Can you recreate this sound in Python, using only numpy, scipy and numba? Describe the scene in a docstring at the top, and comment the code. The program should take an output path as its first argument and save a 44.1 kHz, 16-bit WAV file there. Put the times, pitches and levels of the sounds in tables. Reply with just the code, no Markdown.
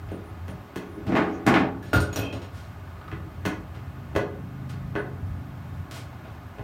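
"""A big hollow panel, probably the door, is shoved inside a sheet-metal spray booth: it drags, bangs
twice, and its steel latch clanks and rattles out. Knocks, scuffs and thin squeaks come before and after,
light scrapes later on; a knock lands edge first, then with its weight. One microphone stands in the
booth, close to a car body and the floor, and the hard walls ring after every blow. Underneath, the
ventilation rumbles, and an engine beyond the walls rises and falls once."""
import sys
import numpy as np
from scipy import signal
from scipy.fft import rfft, irfft
from scipy.io import wavfile
from scipy.ndimage import uniform_filter1d
from numba import njit

SR = 44100
rng = np.random.default_rng(int(sys.argv[2]) if len(sys.argv) > 2 else 0)


def generate_wav(sig):
    """Save sig (samples, or channels by samples) to the path in sys.argv[1] as 16-bit PCM at SR."""
    pcm = np.round(np.clip(np.atleast_2d(sig).T, -1, 1) * 32767).astype(np.int16)
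    wavfile.write(sys.argv[1], SR, pcm)


N = 292383
SIZE = 32768  # samples in one blow with its echoes
T, HZ = np.arange(SIZE) / SR, np.arange(SIZE // 2 + 1) * SR / SIZE
NOW = np.arange(N) / SR

# Spectra of the rushing air and the duct rumble. Each row: frequency in Hz, relative level in dB.
AIR_COLOUR = [(94, -23.5), (160, -10), (254, -9), (296, -9.5), (381, -14), (411, -10), (436, -23),
              (605, -14), (855, -15.5), (1060, -16.5), (1260, -17), (5040, -40), (10500, -47.5),
              (14000, -41), (16000, -46)]
DUCT_COLOUR = [(20, -41), (35, -40), (50, -4.5), (70, -4.5), (90, 5.5), (120, -4), (160, -8.5),
               (230, -21.5), (500, -60)]
# The rumble's slow drift. Each row: time in seconds, relative level in dB.
DUCT_LEVELS = [(0.0, -40.5), (0.85, -51), (1.15, -41.5), (2.27, -43.5), (2.55, -43.5), (2.97, -42.5),
               (4.9, -41.5), (5.1, -47), (5.3, -38.5), (5.55, -46.5), (5.76, -36.5), (5.92, -47),
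               (6.31, -43), (6.63, -47.5)]

# Decay of the wall echoes. Each row: frequency in Hz, seconds to fall 60 dB.
BOOTH_T60 = [(100, 0.35), (300, 0.6), (700, 0.48), (1800, 0.33), (5000, 0.28), (13000, 0.16)]
# Standing waves of the booth. Each row: frequency in Hz, relative level in dB, seconds to fall 60 dB.
BOOTH_MODES = [(87.1, 6.5, 0.69), (136.3, 10.5, 0.98), (182.9, 13, 0.83), (225.4, 6.5, 0.59),
               (269.3, 15, 0.59), (311, 8, 0.45), (330, 3.5, 0.2), (413.5, 15.5, 0.61), (462, 0, 0.39),
               (537, 5, 0.57), (648, 14, 0.28), (725, 4, 0.45), (780, 7, 0.6)]
# Pitches that cancel where the microphone stands. Each row: frequency in Hz, width in Hz, depth in dB.
BOOTH_NULLS = [(162.6, 10, 9.5), (250, 8.4, 1.5), (377, 12, 3.5), (517, 14, 3.5)]

# Spectra of the things rubbed or struck. Each row: frequency in Hz, relative level in dB.
SCUFF_COLOUR = [(60, 1), (300, 11), (1200, 5.5), (2200, 6), (4500, 3), (9000, -3.5), (15000, -11.5)]
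KNOCK_COLOUR = [(30, 0), (70, 1.5), (180, 8), (250, 2.5), (400, 5.5), (620, -4), (830, -4.5), (1300, -9.5),
                (1950, -14.5), (2250, -19), (3200, -22), (4800, -33.5), (7000, -42.5), (11000, -46.5),
                (15000, -47)]
PANEL_COLOUR = [(30, -29), (90, -7), (150, 0.5), (200, 4), (320, 8), (480, 1), (800, -3), (1500, -11),
                (2200, -16.5), (3200, -26), (5000, -35.5), (9500, -49.5), (11000, -54), (14000, -51),
                (16000, -62)]
LATCH_COLOUR = [(30, -45), (60, -2.5), (100, 6.5), (140, 3), (220, -4), (320, -3.5), (450, -13.5),
                (650, -11.5), (1100, -14.5), (1500, -17.5), (2100, -22.5), (5000, -40.5), (10800, -44),
                (14000, -44)]
# Their resonances. Each row: frequency in Hz, width in Hz, level against the colour in dB.
KNOCK_MODES = [(190, 25, 6.1), (312, 70, 2.1), (410, 37, 4.5), (463, 22, 2.1), (550, 41, 7.8),
               (626, 26, 9.7), (726, 34, 4.4), (900, 33, 5.3), (1043, 63, 6.7), (1476, 63, 6.3),
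               (1673, 53, 9.1), (1800, 51, 4.7), (1994, 50, 12.8), (2080, 42, 9), (2560, 130, 7.8),
               (2970, 65, 5.1), (3280, 70, 7.7), (4330, 150, 5.2), (5700, 120, 5.6), (6400, 240, 7.7)]
PANEL_MODES = [(203, 13, -3), (329, 18, -5.5), (800, 67, 1), (1230, 70, -19), (1720, 45, 0),
               (2060, 250, -0.5), (2420, 130, -0.5)]
LATCH_MODES = [(525, 124, 10.5), (864, 25, 4), (2860, 340, 13), (3400, 210, 14.5), (4040, 400, 17.5),
               (4830, 220, 15), (5470, 200, 22), (6700, 300, 18.5), (8700, 330, 17), (11900, 300, 9.5),
               (12400, 120, 7), (13790, 310, 2), (14500, 200, 9)]

# Brief rubs. Each row: start in seconds, level in dB, swell and fade in seconds, thump and treble in dB.
SCUFFS = [(0.088, -53.5, 0.0012, 0.014, -15, -29), (1.067, -37.5, 0.0007, .018, 26.5, -16.5),
          (2.555, -55, 0.024, 0.077, 2, -3), (3.75, -56.5, 0.0038, 0.0096, -26, -19),
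          (4.699, -54, 0.0033, 0.0041, 5, -5.5), (5.912, -47, 0.00061, 0.0028, 19, -3),
          (5.945, -48.5, 0.0083, 0.034, 10, -1), (6.252, -55.5, 0.015, 0.025, -14, -27)]
# Two-part knocks. Each row: start in seconds, edge level in dB, seconds until the weight lands, its
# level and thump in dB, the edge's crack and tick in dB, the weight's extra treble in dB, its ring
# in Hz, that ring's boost in dB.
KNOCKS = [(0.118, -42, .010, -48.5, 3, -19, 4, -1, 330, 19),
          (0.482, -49.5, 0.0086, -42, 18, 3, 19, -10, 234, 6),
          (0.760, -47.5, .005, -37.5, 10.5, 9.5, 27, -2, 347, 19.5),
          (3.116, -49.5, 0.011, -38.5, 20, 18, 16, -14, 309, 14.5),
          (3.454, -36.5, 0.0088, -32.5, 11.5, 8, 21.5, 1.5, 312, 10.5),
          (4.153, -37, .0105, -27, 4, -2.5, 6, 6, 560, 5),
          (4.954, -38.5, .008, -34, -10, 1, 1.5, -1.5, 1550, 13),
          (6.585, -51.5, 0.0097, -41.5, 23, 2, 6, 2, 800, 16)]
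# Thin squeaks. Each row: peak time in seconds, pitch and width in Hz, level in dB, half length in seconds.
SQUEAKS = [(0.125, 8750, 800, -72, 0.0086), (0.152, 9400, 1100, -68, 0.012), (0.275, 9700, 500, -71, .018),
           (0.505, 9700, 700, -65, 0.013), (0.935, 9750, 300, -71, 0.023), (1.353, 6200, 1300, -61.5, .017),
           (2.246, 2570, 199, -44, 0.052), (2.273, 3200, 178, -46.5, 0.031), (4.997, 9550, 600, -67, .017)]
# The panel drags and catches. Each row: start in seconds, level in dB, swell in seconds, thump and
# crack in dB, ring in Hz, ring boost in dB.
SHOVES = [(0.976, -44.5, 0.015, 0.5, -25, 305, 17), (1.098, -29, 0.012, 6.5, -6, 212, 10),
          (1.126, -28.5, .011, 6, 1.5, 308, 3), (1.154, -28.5, .0015, -5, 8.5, 2420, -2),
          (1.167, -24, .005, 3.5, 8, 320, 2)]
# The panel hits its frame. Each row: start in seconds, edge level and tick in dB, edge ring in Hz,
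# seconds until the weight lands, its level and crack in dB, its ring in Hz, rebound level in dB.
BANGS = [(1.467, -26, 25, 217, .009, -19.5, 11, 213, -28.5),
         (1.542, -24.5, 11.5, 3300, .012, -25, 12.5, 246, -31)]
# Steel on steel in the latch. Each row: start in seconds, level in dB, contact fade in seconds, thump
# and tick in dB, level of the clear ring in dB, pitch that rings most in Hz.
CLANKS = [(1.827, -45.5, 0.081, 1, 2, -63, 1740), (1.932, -25.5, 0.0062, -6, -9, -41.5, 1410),
          (1.939, -41, 0.0028, -1, 15, -51, 14200), (1.957, -24.5, 0.0041, 9.5, -2, -50, 4740),
          (2.004, -37, 0.0043, 7, 13.5, -53.5, 9050), (2.129, -44, 0.0066, -5, 5, -56, 6718),
          (2.160, -38, 0.004, -11, 10.5, -51, 5835), (2.190, -35.5, 0.004, 3.5, -22, -54, 12600)]
# The steel parts' clear ring. Each row: frequency in Hz, relative level in dB, seconds to fall 60 dB.
STEEL_PARTIALS = [(1410, 7.5, 0.2), (1710, 6, 0.2), (2660, -4, .3), (3960, -8, .2), (4323, 3, 0.25),
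                  (4660, 1, 0.13), (5350, -17, 0.082), (5835, 7, 0.05), (6020, -5, 0.091), (6718, 0, 0.14),
                  (6864, -5, 0.17), (8900, 5.5, 0.13), (9800, -7, .13), (12020, 4, 0.13), (12840, 4, 0.11),
                  (13820, 4, .12), (14560, 0, .1)]
# The latch settles with dull bumps. Each row: start in seconds, then level, thump, crack and tick in dB.
LATCH_BUMPS = [(2.166, -35.5, -12.5, -4, -2), (2.232, -40, -2.5, -3, -9), (2.328, -36.5, 2.5, -1.5, -3.5),
               (2.419, -48.5, 1.5, 5, 4)]
# Light scrapes. Each row: start in seconds, level in dB, ring in Hz.
SCRAPES = [(2.876, -62.5, 1320), (2.969, -63, 1270), (3.014, -57, 1260), (3.080, -52.5, 1230),
           (5.825, -64, 1010), (6.13, -59.5, 863), (6.35, -59.5, 900)]
# Engine tones heard through the walls. Each row: multiple of the cycle rate, relative level in dB.
ENGINE_ORDERS = [(3.5, -16), (4, -18.5), (5, -4), (6, -13.5), (7, -10), (9, -16.5), (10, -17), (11, -16)]


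def undb(db):
    """Decibels to gain."""
    return 10 ** (np.asarray(db) / 20)


def unit(x):
    """Scale to rms 1."""
    return x / np.sqrt(np.mean(x ** 2))


def along(points, hz):
    """Read (Hz, value) points on a log-frequency axis."""
    f, value = np.transpose(points)
    return np.interp(np.log(hz + 1), np.log(f), value)


def add(out, x, s):
    """Mix x in, starting at s seconds."""
    i = int(round(s * SR))
    x, i = x[max(-i, 0):], max(i, 0)
    out[i:i + len(x)] += x[:N - i]


def causal(gain):
    """Minimum-phase response with this gain: it rings only after the blow."""
    cepstrum = irfft(np.log(gain + 1e-9))
    cepstrum[1:SIZE // 2] *= 2
    cepstrum[SIZE // 2 + 1:] = 0
    return np.exp(rfft(cepstrum))


def resonate(modes):
    """Gain of resonances that stand out of a flat response."""
    return np.sqrt(1 + sum(undb(db) ** 2 / (1 + (2 * (HZ - f) / width) ** 2) for f, width, db in modes))


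def humps(spectrum, bins):
    """The broad humps of a spectrum, without its fine ripple."""
    return np.sqrt(uniform_filter1d(np.abs(spectrum) ** 2, size=bins))


def wander(rate_hz):
    """Smooth random drift, rms 1."""
    step = int(SR / rate_hz)
    held = rng.standard_normal(1024)[np.arange(N) // step % 1024]
    return unit(uniform_filter1d(uniform_filter1d(held, step), step))


def noise(colour):
    """Steady noise of a given colour, rms 1."""
    gain = undb(along(colour, np.fft.rfftfreq(N, 1 / SR)))
    return unit(irfft(rfft(rng.standard_normal(N)) * gain, N))


def ventilation(air_db=-49, swell_db=-0.13, duct_gain_db=2, flutter_db=1.5):
    """The booth's room tone: a soft rush of air over a restless duct rumble."""
    air = noise(AIR_COLOUR) * undb(air_db + swell_db * wander(2.105))
    duct_db = duct_gain_db + np.interp(NOW, *np.transpose(DUCT_LEVELS))
    rumble = noise(DUCT_COLOUR) * undb(duct_db + flutter_db * wander(16))
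    return air + rumble


def booth(direct_db, build_s=0.004, dense_s=.04, first_density=.03):
    """Path from one spot to the microphone: direct sound, then wall echoes that thicken and darken."""
    density = np.clip(first_density + (T / dense_s) ** 2, 1e-3, 1)
    echoes = rfft(rng.standard_normal(SIZE) * (rng.random(SIZE) < density) / np.sqrt(density))
    tail = 0
    for band_hz, t60 in BOOTH_T60:
        band = along([(f, f == band_hz) for f, _ in BOOTH_T60], HZ)
        tail = tail + irfft(echoes * band) * np.exp(-np.log(1000) * T / t60)
    tail *= 1 - np.exp(-T / build_s)
    return rfft(unit(tail)) / np.sqrt(SIZE) + undb(direct_db)


def standing_waves(db):
    """Slowly dying modes between the parallel walls."""
    return sum(undb(db + mode_db) / (1 + 2j * np.pi * (HZ - f) * t60 / np.log(1000))
               for f, mode_db, t60 in BOOTH_MODES)


def struck(colour, modes, grain_db, ring_width, direct_db, waves_db):
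    """An object in the booth, closer-sounding with more direct_db; returns the function that strikes it."""
    body = undb(along(colour, HZ)) * resonate(modes) / resonate(BOOTH_NULLS)
    waves = standing_waves(waves_db) / (1 + (HZ / 2000) ** 4)

    def blow(s, db, swell_s, fade_s, thump_db, crack_db, tick_db, ring_hz, ring_db):
        """A cluster of tiny contacts swells and fades, ringing the object and then the booth."""
        lead_s = 4 * swell_s
        force = np.exp(np.minimum((T - lead_s) / swell_s, (lead_s - T) / fade_s))
        contacts = rfft(force * rng.standard_normal(SIZE) * undb(grain_db * rng.standard_normal(SIZE)))
        echoes = booth(direct_db)
        room = echoes * causal(1 / humps(echoes, bins=70)) + waves
        # the spot struck sets the bass thump, the upper-mid crack, the treble tick and one ring
        tilt = [(120, thump_db), (260, 0), (550, 0), (1300, crack_db), (2600, crack_db), (8000, tick_db)]
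        spot = undb(along(tilt, HZ)) * resonate([(ring_hz, ring_hz * ring_width, ring_db)])
        # chance humps are evened out, so the object and the spot give the colour
        response = causal(unit(body * spot) / humps(contacts, bins=100))
        sound = irfft(contacts * response * room)
        sound *= np.clip((T[-1] - T) / .2 - .2, 0, 1)  # the tail fades to silence
        out = np.zeros(N)
        add(out, sound * np.sqrt(.15 * SR) * undb(db), s - lead_s)  # level: energy spread over 0.15 s
        return out
    return blow


def scuffs(crack_share=0.26):
    """Brief hissing rubs, each answered by the walls."""
    rub = struck(SCUFF_COLOUR, [], grain_db=0.5, ring_width=0.059, direct_db=-3.5, waves_db=-2.5)
    return sum(rub(s, db, swell_s, fade_s, thump_db, crack_db=crack_share * treble_db,
                   tick_db=treble_db, ring_hz=1427, ring_db=8)
               for s, db, swell_s, fade_s, thump_db, treble_db in SCUFFS)


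def knocks():
    """A short hollow tick of the edge, then the thud of the weight."""
    blow = struck(KNOCK_COLOUR, KNOCK_MODES, grain_db=7.5, ring_width=0.13, direct_db=-1, waves_db=-7.5)
    out = 0
    for s, edge_db, lag_s, weight_db, thump_db, crack_db, tick_db, brighter_db, hz, ring_db in KNOCKS:
        out += blow(s, edge_db, swell_s=.0009, fade_s=0.0021, thump_db=-8.5,
                    crack_db=crack_db, tick_db=tick_db, ring_hz=2700, ring_db=5)
        out += blow(s + lag_s, weight_db, swell_s=.0015, fade_s=0.0031, thump_db=thump_db,
                    crack_db=crack_db + brighter_db, tick_db=tick_db + brighter_db,
                    ring_hz=hz, ring_db=ring_db)
    return out


def squeaks():
    """Rubbing parts squeal briefly in narrow bands of noise."""
    out, middle_s = np.zeros(N), T[-1] / 2
    for s, hz, width_hz, db, half_s in SQUEAKS:
        band = 1 / (1 + (2 * (HZ - hz) / width_hz) ** 4)
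        squeal = unit(irfft(rfft(rng.standard_normal(SIZE)) * band))
        swell = np.exp(-((T - middle_s) / (2 * half_s)) ** 2)
        add(out, undb(db) * squeal * swell, s - middle_s)
    return out


def panel(shudder_db=-10, rebound_s=.042):
    """Each shove swells and leaves the sheet shuddering; a bang is edge, weight and one rebound."""
    blow = struck(PANEL_COLOUR, PANEL_MODES, grain_db=5, ring_width=0.5, direct_db=-3.5, waves_db=-6.5)
    out = 0
    for s, db, swell_s, thump_db, crack_db, hz, ring_db in SHOVES:
        out += blow(s, db, swell_s, fade_s=0.0049, thump_db=thump_db,
                    crack_db=crack_db, tick_db=crack_db - 3, ring_hz=hz, ring_db=ring_db)
        out += blow(s, db + shudder_db, swell_s=.004, fade_s=0.11, thump_db=-13,
                    crack_db=5, tick_db=8, ring_hz=320, ring_db=3)
    for s, edge_db, tick_db, edge_hz, lag_s, weight_db, crack_db, weight_hz, rebound_db in BANGS:
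        lands_s = s + lag_s
        out += blow(s, edge_db, swell_s=.0015, fade_s=0.0017, thump_db=10,
                    crack_db=crack_db - 1.5, tick_db=tick_db, ring_hz=edge_hz, ring_db=6.5)
        out += blow(lands_s, weight_db, swell_s=0.002, fade_s=0.0044, thump_db=5.5,
                    crack_db=crack_db, tick_db=12, ring_hz=weight_hz, ring_db=10.5)
        out += blow(lands_s + rebound_s, rebound_db, swell_s=0.0061, fade_s=0.0093, thump_db=-2,
                    crack_db=3, tick_db=2, ring_hz=784, ring_db=6)
    return out


def fine_modes(count=44, from_hz=3400, span_hz=12100, width_hz=24, db=18, spread_db=6):
    """The crowd of narrow high modes of a small steel assembly, drawn afresh on each call."""
    return [(from_hz + span_hz * (k + offset) / count, width_hz, db + spread_db * (2 * strength - 1))
            for k, (offset, strength) in enumerate(rng.random((count, 2)))]


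def steel_ring(favour_db=19, favour_octaves=.16, detune=.005, spread_db=2.5, direct_db=5, cluster=3):
    """Loose steel parts ring in close clusters of partials; the spot struck favours one pitch."""
    out = np.zeros(N)
    centre_hz, partial_db, t60 = np.transpose(STEEL_PARTIALS * cluster)[:, :, None]
    for s, *_, db, favoured_hz in CLANKS:
        hz = centre_hz * (1 + detune * rng.standard_normal(centre_hz.shape))
        nearness = np.exp(-(np.log2(hz / favoured_hz) / favour_octaves) ** 2)
        level_db = db + partial_db + favour_db * nearness + spread_db * rng.standard_normal(hz.shape)
        amplitude = undb(level_db) / (2 * np.sqrt(cluster))
        tones = np.sin(2 * np.pi * (hz * T + rng.random(hz.shape)))
        ring = np.sum(amplitude * tones * np.exp(-np.log(1000) * T / t60), axis=0)
        add(out, irfft(rfft(ring) * booth(direct_db)) / np.hypot(1, undb(direct_db)), s)
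    return out


def latch(crack_share=0.16, ring_slope=0.99):
    """Steel clanks, ringing the housing more clearly the harder they hit; dull bumps as it settles."""
    out = steel_ring()
    for s, db, fade_s, thump_db, tick_db, _, _ in CLANKS:
        clank = struck(LATCH_COLOUR, LATCH_MODES + fine_modes(), grain_db=0.5, ring_width=.065,
                       direct_db=-2.5, waves_db=-4)
        out += clank(s, db, swell_s=0.00055, fade_s=fade_s, thump_db=thump_db,
                     crack_db=crack_share * tick_db, tick_db=tick_db - 3.5,
                     ring_hz=1446, ring_db=43 + ring_slope * db)
    bump = struck(LATCH_COLOUR, LATCH_MODES, grain_db=2.5, ring_width=0.23, direct_db=-2.5, waves_db=-7.5)
    for s, db, thump_db, crack_db, tick_db in LATCH_BUMPS:
        out += bump(s, db, swell_s=0.002, fade_s=0.012, thump_db=thump_db,
                    crack_db=crack_db, tick_db=tick_db, ring_hz=515, ring_db=-2.5)
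    return out


def scrapes():
    """Something catches and slips with a short, close-sounding chirp, at a new pitch each time."""
    slip = struck(SCUFF_COLOUR, [(3900, 740, 7.1)], grain_db=3.5, ring_width=0.12,
                  direct_db=4, waves_db=-12)
    return sum(slip(s, db, swell_s=.0008, fade_s=0.0035, thump_db=-13,
                    crack_db=1, tick_db=-3, ring_hz=hz, ring_db=34)
               for s, db, hz in SCRAPES)


def engine(idle_hz=22.3, top_hz=26.52, top_s=4.55, fall_s=2.27,
           top_db=-39.5, db_per_hz=8.5, lag_s=0.4, waver_db=2.5):
    """An engine outside revs once, louder as it runs faster; only its low orders pass the walls."""
    def cycle_hz(t):
        """An arch from idle up to top speed and back."""
        return idle_hz + (top_hz - idle_hz) * np.maximum(1 - ((t - top_s) / fall_s) ** 2, 0)

    level_db = top_db + db_per_hz * (cycle_hz(NOW - lag_s) - top_hz)
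    phase = 2 * np.pi * np.cumsum(cycle_hz(NOW) * (1 + .003 * wander(12))) / SR
    hum = sum(undb(db + waver_db * wander(6.1)) * np.sin(order * phase + 2 * np.pi * rng.random())
              for order, db in ENGINE_ORDERS)
    return unit(hum) * undb(level_db)


def near_surfaces(x, count=7, from_hz=900, echo_db=-16.5):
    """The car body and floor near the microphone throw back the treble within milliseconds and comb it."""
    treble = signal.sosfilt(signal.butter(2, from_hz, "high", fs=SR, output="sos"), x)
    out = x.copy()
    for lag_s in rng.uniform(.001, .008, count):
        add(out, undb(echo_db) * treble, lag_s)
    return out


@njit
def follow(magnitude, attack, release):
    """Envelope that rises fast and falls slowly."""
    out, level = np.empty(len(magnitude)), 0.
    for i in range(len(magnitude)):
        level += (magnitude[i] - level) * (attack if magnitude[i] > level else release)
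        out[i] = level
    return out


def scene():
    """All sources at one microphone inside the booth."""
    mix = panel() + latch() + knocks() + scuffs() + scrapes() + squeaks() + engine() + ventilation()
    return near_surfaces(mix)[None]


def record(dry, low_hz=42, top_hz=15850, knee_db=-32, attack_s=0.0043, release_s=0.3,
           squeeze=0.14, makeup_db=2, ceiling=.8):
    """The microphone drops deep bass; gain control ducks after blows; peaks are rounded, the top cut."""
    x = signal.sosfilt(signal.butter(4, low_hz, "high", fs=SR, output="sos"), dry)
    envelope = follow(np.abs(x[0]), 1 / (attack_s * SR), 1 / (release_s * SR))
    ducked = x * undb(makeup_db) * np.maximum(envelope / undb(knee_db), 1) ** -squeeze
    rounded = ceiling * np.tanh(ducked / ceiling)
    return signal.sosfilt(signal.ellip(10, .2, 80, top_hz, fs=SR, output="sos"), rounded)


dry = scene()
out = record(dry)
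generate_wav(out)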